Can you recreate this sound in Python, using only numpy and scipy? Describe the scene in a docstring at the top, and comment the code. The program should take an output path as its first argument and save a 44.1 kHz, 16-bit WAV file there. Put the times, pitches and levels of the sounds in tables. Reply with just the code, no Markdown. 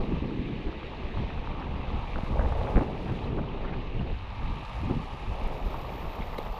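"""Gusty wind buffets a microphone beside a small stream that tumbles over rocks. Throughout, eddies of
falling size rumble, flutter and roar, while bubbles of falling size gurgle and rush under a faint fizz
of spray that comes and goes as the microphone turns. Slaps of pressure crowd together before 3 s.
Single bubbles ring, drops tick and plinks stand out along the way. Late on, the highest hiss rises and
a pebble knocks on stone: broadband clicks, the modes of the stone and a low body of damped rings."""
import sys
import numpy as np
from scipy import signal
from scipy.fft import rfft, irfft, next_fast_len
from scipy.io import wavfile
from scipy.ndimage import uniform_filter1d

SR = 44100
rng = np.random.default_rng(int(sys.argv[2]) if len(sys.argv) > 2 else 0)


def int16_out(signal):
    """Quantize to a 16-bit WAV file."""
    q = np.round(np.clip(np.atleast_2d(signal).T, -1, 1) * 32767)
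    wavfile.write(sys.argv[1], SR, q.astype(np.int16))


def volts(x):
    """Linear amplitude factor 10**(x/20) for a level x in dB, scalar or array-like."""
    e = np.asarray(x, float) / 20
    return 10 ** e


N = 290694


def evened(x):
    """Normalization: scales to unit root-mean-square."""
    return x / np.sqrt(np.mean(x ** 2) + 1e-20)


def curve(table, column):
    """Linear interpolation: one column of a table against time, sample by sample."""
    rows = np.asarray(table)
    return np.interp(np.arange(N) / SR, rows[:, 0], rows[:, column])


def colour(x, points):
    """Linear filtering: weights the spectrum by levels joined on a logarithmic frequency axis."""
    f, db = np.transpose(points)
    size = next_fast_len(len(x) + 4096)
    hz = np.fft.rfftfreq(size, 1 / SR)
    shape = np.interp(np.log(hz + 1), np.log(f + 1), db, left=-120, right=-120)
    return irfft(rfft(x, size) * volts(shape), size)[:len(x)]


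def add(mix, s, sound):
    """Superposition: adds a sound to the mix, in place, from time s."""
    part = mix[round(s * SR):][:len(sound)]
    part += sound[:len(part)]


def lumps(per_s):
    """Low-pass noise: a slow random fluctuation of unit strength."""
    size = max(round(SR / per_s), 2)
    once = uniform_filter1d(rng.standard_normal(N), size)
    return evened(uniform_filter1d(once, size))


def impacts(per_s, spread_db):
    """Shot noise: sparse clicks of one sign at random times, a few of them large."""
    size = volts(spread_db * np.minimum(rng.exponential(1, N), 4))
    return size * (rng.random(N) < per_s / SR)


def bubbling(lo_hz, hi_hz, per_s, cycles, spread_db, glide, count):
    """Bubble resonance: swarms of short rings that rise in pitch, together a flat spectrum."""
    out = np.zeros(N)
    for hz in np.geomspace(lo_hz, hi_hz, count):
        u = np.arange(round(3 * cycles * SR / hz)) * hz / SR  # time in cycles
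        ring = np.sin(2 * np.pi * u * (1 + glide * u / cycles))
        grain = ring * (1 - np.exp(-3 * u)) * np.exp(-2 * u / cycles)
        swarm = signal.oaconvolve(impacts(per_s / count, spread_db), grain)[:N]
        out += np.sqrt(hz) * evened(swarm)
    return evened(out)


def layer(grains, share, points, lumpy_db, lumps_per_s):
    """Source-filter principle: near grains over smooth noise, coloured and swelling in lumps."""
    share = np.clip(share, 0, 1)  # part of the power that the grains carry
    drive = np.sqrt(share) * evened(grains) + np.sqrt(1 - share) * rng.standard_normal(N)
    return evened(colour(drive, points) * volts(lumpy_db * lumps(lumps_per_s)))


def held(x, span_s, amount):
    """Level compression: irons out the noise's own slow swings, so that set curves govern more."""
    size = round(span_s * SR)
    power = uniform_filter1d(uniform_filter1d(x ** 2, size), size)
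    return evened(x / (abs(power) + .05) ** (amount / 2))


def swell(hz):
    """Superposed envelopes: level change near hz, each gust or lull a bell in time, less above its reach."""
    # gusts and lulls: middle t/s, length/s, change/dB (negative for a lull), reach f/Hz
    swell_rows = [(-0, 0.065, 7.5, 600), (0.064, 0.014, -11, 595), (0.132, 0.046, -2.5, 396),
                  (0.21, 0.025, -12, 600), (0.24, 0.032, 6, 500), (0.328, 0.1, -2.5, 304),
                  (0.37, 0.017, -5, 500), (0.44, 0.025, -8.5, 406), (0.512, 0.24, 2.5, 500),
                  (0.58, 0.034, -0.5, 500), (0.682, 0.05, 8, 1500), (1.043, 0.11, 17.5, 80),
                  (1.196, 0.11, 9.5, 600), (1.402, 0.039, 10, 200), (1.506, 0.069, 4.5, 200),
                  (1.717, 0.2, 7.5, 300), (1.95, 0.11, 8.5, 497), (2.176, 0.043, 9.5, 600),
                  (2.312, 0.079, 6.5, 300), (2.447, 0.077, 5, 500), (2.633, 0.07, 7, 500),
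                  (2.77, 0.051, 14.5, 510), (2.818, 0.026, 5, 1200), (3.121, 0.048, 8, 298),
                  (3.272, 0.096, 4, 397), (3.328, 0.11, 1.5, 400), (3.382, 0.18, 7.5, 610),
                  (3.682, 0.28, 5.5, 800), (3.8, 0.048, 4, 500), (3.988, 0.087, 8, 600),
                  (4.093, 0.12, 5, 500), (4.48, 0.19, 13, 400), (4.71, 0.039, 8, 100),
                  (4.843, 0.14, 9, 400), (4.9, 0.081, 3, 900), (4.978, 0.12, 9, 400),
                  (5.139, 0.03, 9.5, 200), (5.289, 0.086, 10.5, 250), (5.44, 0.15, 14.5, 100),
                  (5.666, 0.13, 18.5, 70), (5.867, 0.045, 5, 120), (6.068, .09, 11.5, 90),
                  (6.207, 0.046, 14.5, 198), (6.306, 0.089, 14, 70), (6.475, 0.13, 10.5, 150),
                  (6.544, 0.047, 7, 70)]
    t = np.arange(0, N / SR + .01, .002)
    s, length, db, reach_hz = np.transpose(swell_rows)[:, :, None]
    change_db = db / (1 + (hz / reach_hz) ** 2)
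    bells = change_db * np.exp(-(2 * (t - s) / length) ** 2)
    return np.interp(np.arange(N) / SR, t, bells.sum(0))


def wind():
    """Turbulence: big eddies rumble, small ones flutter as one-way pressure bumps, the smallest roar."""
    # levels apart from gusts and lulls: t/s, deep rumble/dB, upper rumble/dB, slow eddies/dB,
    # quick eddies/dB, roar/dB
    wind_levels = [(0.0, -33, -51, -34.5, -39, -44), (0.46, -42.5, -47, -35, -41, -61),
                   (0.7, -43.5, -42.5, -45, -46, -52.5), (1.04, -45.5, -46.5, -47, -46.5, -48),
                   (1.28, -39, -38, -42.5, -51.5, -46.5), (1.59, -41, -44, -44, -48, -49),
                   (1.82, -39.5, -39, -44.5, -52, -46.5), (1.98, -37.5, -39, -45, -52, -48),
                   (2.2, -36.5, -46, -45, -51, -48), (2.33, -35.5, -34.5, -39.5, -47.5, -41.5),
                   (2.42, -36, -33, -37, -48.5, -37), (2.5, -35, -30, -38, -48, -40),
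                   (2.6, -30, -35, -46, -45, -38), (2.84, -41, -41.5, -36.5, -41.5, -39),
                   (3.32, -43, -42.5, -41.5, -45, -48.5), (3.65, -40, -45.5, -44.5, -48, -47.5),
                   (3.96, -38, -41, -48, -47.5, -52), (4.11, -43, -38.5, -45, -48.5, -46),
                   (4.17, -40.5, -37.5, -51, -54.5, -61), (4.39, -44.5, -43.5, -50, -60, -59),
                   (4.59, -45.5, -49, -47.5, -53.5, -63), (4.78, -43, -37.5, -51, -59, -52),
                   (4.94, -41, -49, -38, -51, -50.5), (5.08, -38, -46, -47.5, -52, -75),
                   (5.25, -44.5, -44, -47.5, -51.5, -69), (5.33, -40.5, -46, -47, -56, -41.5),
                   (5.54, -40, -50.5, -43.5, -48, -42.5), (5.93, -40.5, -42.5, -45, -46.5, -44),
                   (6.59, -40, -54.5, -52.5, -61.5, -46)]
    # middle of each wind layer, in the same order: f/Hz
    layer_hz = [40, 75, 170, 320, 650]
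    # spectra of the layers in the same order: f/Hz, relative spectral level/dB
    deep_spectrum = [(8, -17), (22, 5), (55, -7), (80, -21), (200, -46.5)]
    rumble_spectrum = [(35, -11.5), (65, -2.5), (120, -14), (170, -29.5), (400, -46)]
    slow_spectrum = [(70, -9.5), (130, 2.5), (190, -0.5), (250, -4.5), (330, -14.5), (700, -56.5)]
    quick_spectrum = [(160, -31.5), (250, -6), (400, -3), (520, -10.5), (1500, -42.5)]
    roar_spectrum = [(250, -48.5), (430, -8.5), (700, -10.5), (900, -12), (1500, -29.5), (2500, -44),
                     (4000, -68.5)]
    deep = held(layer(impacts(25, 3.8), 0.21, deep_spectrum, 0.33, 15), 0.19, 0.23)
    rumble = held(layer(impacts(68, 2.1), 0.13, rumble_spectrum, 0.46, 21), 0.098, 0.99)
    bumps = impacts(450, 1.6)  # the same bumps carry both flutter bands
    slow = held(layer(bumps, 0.49, slow_spectrum, 0.47, 38), 0.18, 0.1)
    quick = held(layer(bumps, 0.26, quick_spectrum, 0.88, 30), 0.21, 0.3)
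    roar = held(layer(impacts(200, 1.0), 0.39, roar_spectrum, 1.6, 70), 0.14, 0.22)
    out = np.zeros(N)
    for k, (hz, eddies) in enumerate(zip(layer_hz, [deep, rumble, slow, quick, roar])):
        out += volts(curve(wind_levels, k + 1) + swell(hz)) * eddies
    return out


def pressure_pulses(table, cycles):
    """Windowed oscillation: each pulse is a smooth push and pull of air, lasting the given cycles."""
    out = np.zeros(N)
    for s, db, hz in table:
        u = np.arange(round(cycles * SR / hz)) * hz / SR  # time in cycles
        window = np.sin(np.pi * u / cycles) ** 2 * np.exp(1 - 3.15 * u / cycles)
        add(out, s, volts(db) * np.sin(2 * np.pi * u) * window)
    return out


def thumps():
    """Pressure loading: gusts push the whole membrane, mostly at low frequency."""
    # thumps: t/s, level/dB, f/Hz
    thump_rows = [(.125, -17, 41.3), (.215, -18, 73), (.39, -19, 59), (.221, -23, 188), (.393, -16.5, 200),
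                  (.507, -22, 171), (1.165, -32, 60), (2.232, -18.5, 155), (2.386, -10.5, 51.6),
                  (2.414, -18, 54.7), (2.45, -10.5, 45), (2.79, -18, 57), (2.753, -11.5, 43.5),
                  (2.7762, -11.5, 287), (3.962, -23, 110), (4.118, -23, 44.6), (4.857, -18, 140),
                  (4.948, -24, 110), (4.972, -23.5, 150), (4.898, -16.5, 230), (4.909, -12.5, 200),
                  (5.305, -22, 43.7), (5.65, -22, 36), (5.725, -26, 34), (6.197, -28, 60)]
    return pressure_pulses(thump_rows, 1.55)


def whirls():
    """Eddy excitation: eddies ring at the microphone port for a few cycles."""
    # whirls: t/s, level/dB, f/Hz
    whirl_rows = [(.008, -20.5, 352), (.075, -32, 293), (.118, -17.5, 292), (.128, -22, 170),
                  (.158, -25, 70.4), (.18, -32, 250), (.218, -25, 256), (.245, -31, 126), (.248, -31, 325),
                  (.29, -39, 276), (.32, -22.5, 300), (.37, -28, 282), (.41, -22, 253), (.46, -27, 307),
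                  (.5, -27, 171), (.665, -28.5, 313), (.685, -35, 293), (1.18, -25, 111), (1.2, -25.5, 230),
                  (1.21, -24.5, 140), (1.222, -30, 344), (2.812, -19, 292), (3.095, -22.5, 94),
                  (3.225, -25.5, 90), (3.35, -27, 223), (3.385, -26.5, 262), (3.405, -23, 202),
                  (3.935, -28, 110), (3.99, -24, 212), (4.005, -27, 190), (4.83, -26, 270),
                  (4.915, -24.5, 327), (4.94, -34, 133), (4.965, -28, 161)]
    return pressure_pulses(whirl_rows, 4.65)


def slaps():
    """Impulsive pressure: gusts slap the microphone port, brief enough to spread about their centre."""
    # slaps: t/s, level/dB, centre f/Hz
    slap_rows = [(0.6694, -46, 1370), (0.6855, -44, 1220), (0.8325, -32, 1310), (1.1727, -23.5, 950),
                 (1.3045, -27, 1100), (1.384, -31, 1200), (1.4735, -23, 1000), (1.495, -37, 1300),
                 (1.55, -34, 1100), (1.6259, -26, 1400), (2.183, -26, 1100), (2.1872, -23, 646),
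                 (2.358, -43, 1250), (2.395, -21, 1180), (2.414, -26, 990), (2.4212, -33, 2000),
                 (2.4593, -28, 1600), (2.5232, -20, 900), (2.5265, -28, 900), (2.581, -35, 1400),
                 (2.6125, -29, 1700), (2.6716, -25, 1490), (2.6943, -40, 1220), (2.7592, -21, 1190),
                 (2.7615, -31, 2300), (2.7688, -21, 1680), (2.7798, -21, 1290), (2.7934, -24, 1460),
                 (2.8092, -19, 794), (2.8125, -28, 2010), (2.82, -23, 606), (2.8254, -36, 2000),
                 (2.829, -33, 1200), (3.392, -42, 1200), (4.1, -35, 1580), (4.906, -42, 1240),
                 (5.672, -37, 1100)]
    return pressure_pulses(slap_rows, 2.2)


def puffs():
    """Turbulent noise: each burst is hiss under a bell in time, thinning towards its reach."""
    # puffs: middle t/s, length/s, level/dB, reach f/Hz
    puff_rows = [(0.682, 0.02, -43, 1600), (1.618, 0.015, -46, 1700), (2.411, 0.04, -40, 1680),
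                 (2.758, .005, -38, 2600), (3.096, 0.077, -43.5, 1670), (3.388, 0.018, -38, 1590),
                 (3.652, 0.019, -40.5, 1700), (3.688, 0.032, -43, 1990), (3.735, .03, -43, 2500),
                 (4.013, 0.0086, -38, 1800), (4.905, 0.023, -37.5, 1280)]
    out, half = np.zeros(N), 4000
    t = np.arange(-half, half) / SR
    noises = rng.standard_normal((len(puff_rows), len(t)))
    for (s, length, db, reach_hz), noise in zip(puff_rows, noises):
        air = colour(noise, [(300, -20), (600, 0), (reach_hz, -7), (2 * reach_hz, -40)])
        add(out, s - half / SR, volts(db) * evened(air) * np.exp(-(2 * t / length) ** 2))
    return out


def knocks():
    """Modal vibration: each blow of a pebble on stone rings the same short modes."""
    # blows: t/s, level/dB
    blow_rows = [(6.3804, -39), (6.3832, -31)]
    # modes of the stone: f/Hz, level/dB, 60 dB decay time/s
    stone_modes = [(516, 0, 0.016), (1150, 0, 0.011), (2150, -1, 0.016), (2800, -6, 0.01),
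                   (3860, -3.5, 0.016)]
    out, t = np.zeros(N), np.arange(2000) / SR
    ring = np.zeros(len(t))
    for hz, db, t60 in stone_modes:
        ring += volts(db - 60 * t / t60) * np.sin(2 * np.pi * hz * t)
    ring *= 1 - np.exp(-t / .0004)  # soft onset
    for s, db in blow_rows:
        add(out, s, volts(db) * ring)
    return out


def clicks():
    """Impact noise: drops tick, and the pebble's blows near 6.38 s click, broadband and brief."""
    # ticks of drops, and clicks of the knock at 6.381 and 6.3855 s: t/s, level/dB, highest f/Hz
    click_rows = [(2.188, -57, 11000), (2.662, -66, 12000), (3.083, -62, 12000), (4.65, -44, 8000),
                  (4.815, -54, 11800), (4.765, -53, 7500), (4.851, -45, 8500), (4.892, -55, 10000),
                  (5.399, -52, 12100), (5.475, -47.5, 12000), (6.11, -55, 15000), (6.381, -45, 14200),
                  (6.3855, -41, 15100), (6.458, -58, 15000)]
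    # colour of a click: f/Hz, level/dB
    click_spectrum = [(1000, -6.5), (2200, -6), (3900, 7), (6000, -5), (9000, -9), (12500, 1), (15500, -10)]
    out, t = np.zeros(N), np.arange(300) / SR
    cracks = rng.standard_normal((len(click_rows), len(t))) * np.exp(-t / 0.0022)
    for (s, db, top_hz), crack in zip(click_rows, cracks):
        b, a = signal.butter(8, top_hz, fs=SR)
        add(out, s, volts(db) * signal.lfilter(b, a, crack))
    return colour(out, click_spectrum)


def plinks():
    """Sparse resonance: scattered single bubbles and splashes stand out of the rush."""
    # colour of the plinks: f/Hz, relative spectral level/dB
    plink_spectrum = [(450, -11), (850, -0.5), (1300, -1.5), (1600, -14), (2500, -11), (3800, -20.5),
                      (5500, -29)]
    drips = bubbling(550, 4250, 90, 5, 3, 0.24, count=22)
    level_db = -56.5 + 2 * lumps(3.3)
    return volts(level_db) * evened(colour(drips, plink_spectrum))


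def damped_rings():
    """Damped rings: bubbles, and the low body of the knock near 6.387 s."""
    # single bubbles, and the body of the knock at 6.3864 and 6.3873 s:
    # t/s, level/dB, starting f/Hz, 60 dB decay time/s
    ring_rows = [(1.125, -43, 2150, .03), (1.3, -38.5, 2470, .045), (1.513, -33, 2270, 0.016),
                 (1.655, -47, 2230, .03), (1.845, -39, 2440, 0.023), (2.1335, -28, 2330, 0.0095),
                 (2.1586, -14.5, 1360, 0.0053), (2.358, -16, 560, 0.016), (2.393, -16, 553, 0.025),
                 (3.242, -38.5, 3870, 0.016), (3.488, -35, 2960, 0.017), (3.994, -29, 2740, 0.013),
                 (4.8364, -35, 2400, 0.012), (5.743, -23, 910, 0.021), (5.746, -30, 1150, .015),
                 (6.209, -36, 2500, .012), (6.22, -33, 2080, 0.022), (6.223, -34, 2300, .014),
                 (6.212, -39, 2900, .012), (6.228, -39, 3680, .012), (6.3864, -17, 470, 0.02),
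                 (6.3873, -19.5, 328, 0.019)]
    out, t = np.zeros(N), np.arange(3000) / SR
    onset = 1 - np.exp(-t / 0.00069)
    for s, db, hz, t60 in ring_rows:
        # the pitch rises, faster for a high ring, as that of a bubble nearing the surface
        ring = np.sin(2 * np.pi * hz * t * (1 + 0.002 * hz * t))
        add(out, s, volts(db - 60 * t / t60) * ring * onset)
    return out


def opened(x, top_hz):
    """Time-varying low-pass filtering: passes x only below a moving upper edge."""
    hz, t, z = signal.stft(x, SR, nperseg=512)
    edge_hz = np.interp(t, np.arange(N) / SR, top_hz)
    steepness = np.clip((hz[:, None] - edge_hz) / 60, -30, 30)
    return signal.istft(z / (1 + np.exp(steepness)), SR, nperseg=512)[1][:N]


def patchy(x, db):
    """Spectral modulation: patches some 60 ms long and hundreds of hertz wide, as trickles come and go."""
    hz, t, z = signal.stft(x, SR, nperseg=256)
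    patches = uniform_filter1d(rng.standard_normal(z.shape[::-1]), size=20, axis=0)  # along time
    patches = evened(uniform_filter1d(patches, size=4, axis=1))  # along frequency
    return evened(signal.istft(z * volts(db * patches.T), SR, nperseg=256)[1][:N])


def stream():
    """Bubble size sets pitch: large ones gurgle, small ones rush, the finest spray fizzes and hisses."""
    # levels: t/s, gurgle/dB, wash/dB, fizz/dB
    stream_levels = [(0.0, -45, -50.5, -72), (0.42, -52.5, -50, -90), (1.3, -50.5, -49, -81),
                     (1.52, -44.5, -50.5, -82), (1.8, -47.5, -50, -83), (2.0, -43.5, -49.5, -75),
                     (2.25, -45, -49.5, -68), (2.42, -47, -51.5, -67.5), (2.79, -43.5, -50.5, -66.5),
                     (2.9, -54, -51.5, -71.5), (3.12, -56, -50.5, -68.5), (3.27, -43.5, -50, -74),
                     (3.33, -49, -53, -78), (3.71, -49, -51.5, -95), (3.95, -51.5, -51, -84),
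                     (4.12, -55, -51.5, -78), (4.22, -48.5, -52, -78), (4.48, -44, -50, -71),
                     (4.7, -44.5, -50, -67), (5.0, -44.5, -50.5, -67.5), (5.28, -44, -50.5, -66),
                     (5.41, -46.5, -50, -66.5), (5.65, -46, -51, -66), (6.59, -44, -51.5, -66.5)]
    # highest hiss: t/s, level/dB, upper edge f/Hz
    hiss_levels = [(0.0, -104, 13300), (5.24, -100, 13300), (5.3, -86, 14100), (5.4, -83, 14900),
                   (5.5, -80, 15200), (5.6, -72, 15350), (5.75, -70, 15400), (6.59, -68.5, 15300)]
    # spectra: f/Hz, relative spectral level/dB
    gurgle_spectrum = [(450, -6.5), (660, -8.5), (780, -5), (880, 0), (1000, -7), (1180, -4), (1300, -10),
                       (1400, -21), (2000, -32.5)]
    wash_spectrum = [(900, -10), (1400, -13.5), (1600, -5.5), (2000, -4.5), (2600, -1.5), (3250, -8.5),
                     (3800, -9), (5000, -24.5), (6200, -31), (7800, -42.5), (12000, -47.5)]
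    fizz_spectrum = [(2500, -16), (4500, 11.5), (6000, 4), (7500, -1.5), (8700, -6), (10500, -2.5),
                     (12200, -7), (12800, -13), (13300, -45), (14500, -54)]
    hiss_spectrum = [(11000, -30.5), (12200, -7.5), (13500, -10.5), (15300, -12.5), (15700, -51)]
    large = bubbling(536.3, 1896, 600, 6.46, 1.1, 0.168, count=24)
    gurgle = held(layer(large, 0.093, gurgle_spectrum, 0.23, 60), 0.17, 0.32)
    small = bubbling(961, 9660, 1800, 7, 2.86, 0.15, count=20)
    wash = patchy(layer(small, 0.13, wash_spectrum, 0.33, 33), 0.87)
    spray = impacts(800, 3.2) * rng.choice([-1, 1], N)  # one spray of droplets feeds both treble layers
    fizz = held(layer(spray, 0.43, fizz_spectrum, 0.32, 60), 0.069, 0.4)
    hiss = opened(layer(spray, .3, hiss_spectrum, 1.2, 30), curve(hiss_levels, 2))
    splash = lumps(160)  # one splashing shakes the upper three layers
    out = volts(curve(stream_levels, 1)) * gurgle
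    out += volts(curve(stream_levels, 2) + 0.22 * splash) * wash
    out += volts(curve(stream_levels, 3) + 1.3 * splash) * fizz
    out += volts(curve(hiss_levels, 1) + 1.6 * splash) * hiss
    return out


def scene():
    """Superposition: the sounds of wind, stone and water add at one microphone."""
    air = wind() + thumps() + whirls() + slaps() + puffs()
    stone_and_water = knocks() + clicks() + plinks() + damped_rings() + stream()
    return (air + stone_and_water)[None]


def top_cut(x):
    """Nothing passes above the cut-off."""
    return signal.sosfilt(signal.butter(12, 15680, fs=SR, output="sos"), x)


def record(dry):
    """Amplitude windowing: a linear fade-in of 3 ms gives the sound a smooth start."""
    fade = np.minimum(np.arange(N) / (.003 * SR), 1)
    return top_cut(dry * fade)


dry = scene()
out = record(dry)
int16_out(out)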